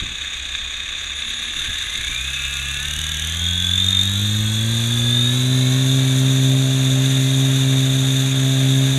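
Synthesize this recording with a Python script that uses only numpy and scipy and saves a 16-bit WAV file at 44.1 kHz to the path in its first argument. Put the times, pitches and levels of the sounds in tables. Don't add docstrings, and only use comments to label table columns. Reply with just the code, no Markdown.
import sys
import numpy as np
from scipy import signal
from scipy.fft import rfft, irfft
from scipy.io import wavfile

SR = 44100
rng = np.random.default_rng(int(sys.argv[2]) if len(sys.argv) > 2 else 0)


def generate_wav(signal):
    frames = np.transpose(np.atleast_2d(signal))
    scaled = np.clip(frames, -1, 1) * 32767
    pcm = np.round(scaled).astype(np.int16)
    wavfile.write(sys.argv[1], SR, pcm)


def to_linear_factor(level_db):
    exponent = np.asarray(level_db, float) / 20
    return 10 ** exponent


N = 396018
FULL_PER_S = 132
GEAR_RATIO, PINION_TEETH = 7, 11

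# (frequency [Hz], level [dB])
FRAME = [(300, -25.5), (950, -43), (1180, -25), (1660, -7.5), (1950, -18.5), (2550, -11.5), (3100, -16.5),
         (3620, 2), (4250, -21.5), (5400, -32.5), (6000, -14), (6900, -14), (7800, -22), (15300, -24.5)]


def rms_one(x):
    return x / np.sqrt(np.mean(x ** 2) + 1e-20)


def ramp(start_s, end_s):
    return np.clip((np.arange(N) / SR - start_s) / (end_s - start_s), 0, 1)


def in_time(rows):
    s, *columns = np.transpose(rows)
    return [np.interp(np.arange(N) / SR, s, c) for c in columns]


def against(rows, speed):
    at, *columns = np.transpose(rows)
    return [np.interp(np.log(speed), np.log(at), c) for c in columns]


def drift(rate):
    r = np.exp(-40 * np.pi * rate / SR)
    slow = signal.lfilter([1], [1, -2 * r, r * r], rng.standard_normal(N // 20 + 4002))[4000:]
    return np.interp(np.arange(N) / 20, np.arange(len(slow)), rms_one(slow))


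def colour(x, *spectra):
    size = 8192
    log_hz = np.log(np.maximum(np.arange(size // 2 + 1) * SR / size, 1))
    level_db = 0
    for spectrum in spectra:
        hz, db = np.transpose(spectrum)
        level_db = level_db + np.interp(log_hz, np.log(hz), db)
    cepstrum = irfft(np.log(to_linear_factor(level_db)), size)
    cepstrum[1:size // 2] *= 2
    cepstrum[size // 2 + 1:] = 0
    response = irfft(np.exp(rfft(cepstrum)), size)
    return signal.oaconvolve(x, response)[:N]


def turning(passes_per_s):
    return np.pi * np.cumsum(passes_per_s) / SR


def tight_spot(turn, sharp):
    return rms_one(np.exp(sharp * (np.cos(turn) - 1)))


def mic_hiss():
    return to_linear_factor(-74) * rng.standard_normal(N)


def thuds():
    # (time [s], peak level [dB], pitch [Hz], time to fade by 60 dB [s])
    bumps = [
        (.01, -17, 74, 0.24),
        (0.101, -25, 45, .2),
        (1.551, -26.5, 59.4, 0.41),
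        (1.678, -22, 51, 0.18),
        (1.949, -22.5, 71.5, 0.26),
        (2.09, -19, 80, .12),
        (2.97, -22, 60, 0.14),
    ]
    out, t = np.zeros(N), np.arange(SR // 2) / SR
    for s, db, hz, t60 in bumps:
        band = signal.butter(1, [0.16 * hz, 0.97 * hz], "band", fs=SR)
        burst = rms_one(signal.lfilter(*band, rng.standard_normal(len(t))))
        at = round(s * SR)
        out[at:at + len(t)] += burst * to_linear_factor(db - 4.5 - 60 * t / t60) * np.minimum(t / 0.011, 1)
    return signal.lfilter(*signal.butter(3, 300, fs=SR), out)


def air(passes):
    # (frequency [Hz], level [dB])
    rush_colour = [(20, -30), (60, 4), (150, -5), (250, -3), (350, -7.5), (700, -5.5), (1200, -6),
                   (2000, -9.5), (4000, -42), (9000, -89)]
    rush_db, = against([(64, -49), (FULL_PER_S, -38.5)], passes)
    rush = rms_one(colour(rng.standard_normal(N), rush_colour)) * to_linear_factor(rush_db + 0.62 * drift(9.2))
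    buffet_db = -42.5 - 8.5 * ramp(5.3, 5.7) + 1.5 * drift(4)
    band = signal.butter(3, [18, 75], "band", fs=SR, output="sos")
    low = signal.sosfilt(band, rng.standard_normal(N))
    return rush + rms_one(low) * to_linear_factor(buffet_db)


def drive_whistle(turn, near_passes):
    # (blade passes [1/s], second partial [dB], third [dB], fourth [dB])
    whistle = [(15, -40, -49, -67), (50, -44, -48, -63), (94, -43.5, -53, -62.5), (103, -44.5, -62, -64),
               (133, -44, -65, -66)]
    # (second partial [dB], third [dB], fourth [dB])
    unpowered_db = [-1, -10, -7]
    # (start [s], end [s])
    pauses_fade = (1.4, 2.2)
    drive_hz, idle_ends_s = 3359.4, 0.97
    pause_every_s, pause_s, first_pause_s = .0942, .026, 1.04
    t = np.arange(N) / SR

    waiting = 1 - ramp(1.135, 1.155)
    second_db, third_db, fourth_db = [db + weak * waiting
                                      for db, weak in zip(against(whistle, near_passes), unpowered_db)]
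    levels = [second_db - 3, second_db + 1.5, third_db + 1.5, fourth_db - 3]

    chopped = np.where(t < idle_ends_s, 1, 0.19 * ramp(*pauses_fade))
    off_part = .5 - .5 * np.tanh(3 * (np.cos(turn) + 0.2 * drift(40)))
    on = 1 - np.clip(chopped, 0, 1) * off_part

    from_pause = np.abs(((t - first_pause_s) / pause_every_s + .5) % 1 - .5) * pause_every_s
    paused = np.clip((pause_s / 2 - from_pause) / .004 + .5, 0, 1)
    paused = paused * (t > idle_ends_s) * (1 - ramp(*pauses_fade))

    phase = 2 * np.pi * drive_hz * t
    song = 0
    for k, db in enumerate(levels, 1):
        song = song + np.sqrt(2) * to_linear_factor(db + 1.5 * drift(30)) * np.cos(k * phase + 0.25 * drift(14))
    return on * (1 - .9 * paused) * song


def whine(turn, mesh_db, flaws_db, slack, bunched):
    # (multiple of a motor turn, level [dB])
    flaw_tones = [(2, -27), (3, 0), (4, -4), (5, -2.5), (6, -4), (7, -7), (8, -17), (9, -8), (10, -4.5),
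                  (12, -5)]
    motor = GEAR_RATIO * turn + slack * drift(51)
    flaws = sum(to_linear_factor(db + 3.3 * drift(3.3)) * np.cos(k * motor + rng.uniform(0, 5.43))
                for k, db in flaw_tones)
    swell = 1 - bunched + bunched * tight_spot(turn + .3, sharp=2.4) * to_linear_factor(2.5 * drift(30))
    return to_linear_factor(flaws_db) * flaws + to_linear_factor(mesh_db) * swell * np.cos(PINION_TEETH * motor)


def rattle(turn, bunched, sharp, spiky_db):
    tight = tight_spot(turn, sharp) + .35 * tight_spot(turn + np.pi, sharp)
    gate = 1 - bunched + bunched * tight * to_linear_factor(1.8 * drift(21))
    return gate * to_linear_factor(spiky_db * drift(600) + 0.72 * drift(12.3)) * rng.standard_normal(N)


def far_rotors(near_passes):
    # (time [s], blade passes [1/s])
    far_speed = [(0, 67), (.6, 64), (1.1, 67), (1.7, 73), (2.5, 63), (3.3, 84), (4.5, 87.6), (4.9, 89),
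                 (5.2, 94.5), (5.4, 101.5), (5.75, 104), (6.0, 109), (6.5, 112), (7.2, 118), (7.7, 115),
                 (8.98, 119)]
    # (time [s], level [dB])
    far_rattle = [(0, -25), (1.1, -24.5), (1.7, -22), (2.4, -25.5), (3.3, -25.5), (4.5, -30), (5.3, -31.5),
                  (7, -28.5), (8.98, -28)]
    # (blade passes [1/s], level [dB])
    far_whine = [(63, -50), (89, -46), (95.5, -38), (102, -40), (110, -47), (120, -50)]
    # (frequency [Hz], level [dB])
    far_tone = [(300, 3), (900, 5), (1120, 11.5), (1400, -4.5), (2050, 6), (2750, 0.5), (3300, 1.5),
                (6000, -2), (7400, -5), (8300, -1.5), (10200, -16.5), (11500, -15), (13200, -24),
                (15300, -37)]
    (passes,), (rattle_db,) = in_time(far_speed), in_time(far_rattle)
    whine_db, = against(far_whine, passes)
    turn = turning(passes) - 1.1
    teeth = to_linear_factor(rattle_db + 12) * rattle(turn, 0.36, sharp=1.47, spiky_db=2.1)
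    lines = whine(turn, whine_db + 22, whine_db + 12.5, slack=0.098, bunched=0.45)
    tone_db = -38 + 6.5 * np.log2(passes / FULL_PER_S)
    thrust = to_linear_factor(tone_db + 1.8 * drift(12)) * (np.cos(2 * turn) + 0.13 * np.cos(turn))
    gears = colour(teeth + lines, FRAME, far_tone)
    return np.sqrt(2) * thrust + gears + drive_whistle(turn, near_passes)


def strain_hum():
    # (start [s], end [s], pitch [Hz], level [dB])
    start, end, hz, db = (1.22, 1.55, 235.5, -51)
    t = np.arange(N) / SR
    envelope = np.clip(np.minimum(t - start, end - t) / 0.046, 0, 1)
    return np.sqrt(2) * to_linear_factor(db) * envelope * np.cos(2 * np.pi * hz * t)


def near_speed():
    # (time [s], blade passes asked for [1/s])
    notches = [(0, 15), (1.45, 46), (1.72, 54), (1.94, 62), (2.14, 67.5), (2.54, 70.4), (2.78, 77.8),
               (3.18, 82.4), (3.28, 87.4), (3.5, 90.1), (3.7, 95.4), (4.0, 100.8), (4.14, 107.4),
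               (4.54, 114.5), (4.76, 116.8), (4.88, 120.6), (5.18, 125), (5.26, 128.7), (5.68, 132.7),
               (5.88, 131.8), (6.92, 133.6), (7.6, 132.9), (8.66, 133.6)]
    inertia_s = .06
    s, asked = np.transpose(notches)
    coarse = np.arange(0, N, 20)
    since = np.maximum(coarse[:, None] / SR - s[1:], 0) / inertia_s
    speed = asked[0] + (1 - (1 + since) * np.exp(-since)) @ np.diff(asked)
    return np.interp(np.arange(N), coarse, speed) + .5 * drift(3.856)


def blades(turn, passes, level_db, wobble_db, soft_db):
    # (multiple of a rotor turn, level [dB])
    blade_tone = [(1, -44), (2, 1), (3, -25.5), (4, -7), (5, -34.5), (6, -19), (7, -33.5), (8, -32.5),
                  (9, -26.5), (10, -27.5), (12, -36.5), (14, -52), (16, -43)]
    octaves = np.log2(np.clip(passes / FULL_PER_S, .1, 1))
    tone = 0
    for k, db in blade_tone:
        softening_db = soft_db * octaves * max(k - 6, 0) * (1 if k % 2 else .3)
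        flutter_db = (k > 6) * 3.1 * drift(15)
        tone = tone + to_linear_factor(db + softening_db + flutter_db) * np.cos(k * turn)
    return np.sqrt(2) * to_linear_factor(level_db + wobble_db * drift(2.1)) * tone


def knock(turn, slack):
    # (multiple of the tooth mesh rate, level [dB])
    overtones = [(2, -4), (3, -3), (4, -3)]
    mesh = PINION_TEETH * (GEAR_RATIO * turn + slack * drift(640))
    return sum(to_linear_factor(db + 1.6 * drift(20)) * np.cos(k * mesh) for k, db in overtones)


def near_rotor(passes):
    # (blade passes [1/s], rattle [dB], tooth mesh [dB], gear flaws [dB])
    gears = [(15, -57, -60, -60), (45, -44, -37, -54), (56, -45, -35, -46), (65, -41, -33, -41),
             (73, -41, -41, -41), (82, -41, -35, -43), (94, -36, -36, -43), (105, -37.5, -45, -44),
             (122, -36.5, -43, -44), (133, -35.5, -49, -47)]
    # (blade passes [1/s], share bunched once a turn [0-1])
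    bunching = [(15, 0.6), (55, 0.7), (67, 0.44), (80, 0.57), (95, .7), (103, 0), (133, 0.02)]
    # (blade passes [1/s], level [dB], share bunched [0-1])
    striking = [(15, -56, .5), (45, -45, .9), (66, -42, .95), (76, -34, .95), (88, -38, .95),
                (98, -33, .95), (104, -36, .9), (118, -30, .85), (132, -33, .4)]
    # (time [s], level over the idle rattle [dB])
    lurches = [
        (1.2, 8),
        (1.29, 12),
        (1.42, 9),
        (1.57, 5),
    ]
    # (frequency [Hz], level [dB])
    near_tone = [(300, -3), (2000, -4.5), (4000, 2.5), (8500, 5), (10800, 0.5), (12200, 3), (13200, -7),
                 (15300, -3)]
    t = np.arange(N) / SR
    turn = turning(passes)

    tone_db = -17.5 + 17 * np.log2(passes / FULL_PER_S)
    tone_db = tone_db - 0.94 * ramp(7.03, 7.13)
    tone_db = tone_db + 10 * np.minimum(np.log2(passes / 62), 0)
    thrust = blades(turn, passes, tone_db, wobble_db=0.8, soft_db=10.5)

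    rattle_db, mesh_db, flaws_db = against(gears, passes)
    rattle_db = rattle_db + sum(db * np.exp(-((t - s) / .022) ** 2) for s, db in lurches)
    bunched = np.clip(against(bunching, passes)[0], 0, 1)
    teeth = to_linear_factor(rattle_db + 23.5) * rattle(turn + .6, .7 * bunched, sharp=5, spiky_db=2.2)
    slack = 0.09 * (passes / FULL_PER_S) ** 2
    lines = whine(turn, mesh_db + 20, flaws_db + 20, slack=slack, bunched=bunched)

    knock_db, struck = against(striking, passes)
    bursts = 1 - struck + struck * tight_spot(turn + .6, sharp=9)
    knocks = to_linear_factor(knock_db + 17) * bursts * knock(turn, slack=0.055)
    knocks = signal.sosfilt(signal.butter(6, 12700, fs=SR, output="sos"), knocks)
    return thrust + colour(teeth + lines + knocks, FRAME, near_tone)


def scene():
    passes = near_speed()
    background = mic_hiss() + thuds() + air(passes)
    return (background + far_rotors(passes) + strain_hum() + near_rotor(passes))[None]


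def band_limit(x):
    return signal.sosfilt(signal.butter(12, 15290, fs=SR, output="sos"), x)


def record(dry):
    cut = signal.sosfilt(signal.cheby2(12, 60, 15480, fs=SR, output="sos"), dry)
    return band_limit(cut)


dry = scene()
out = record(dry)
generate_wav(out)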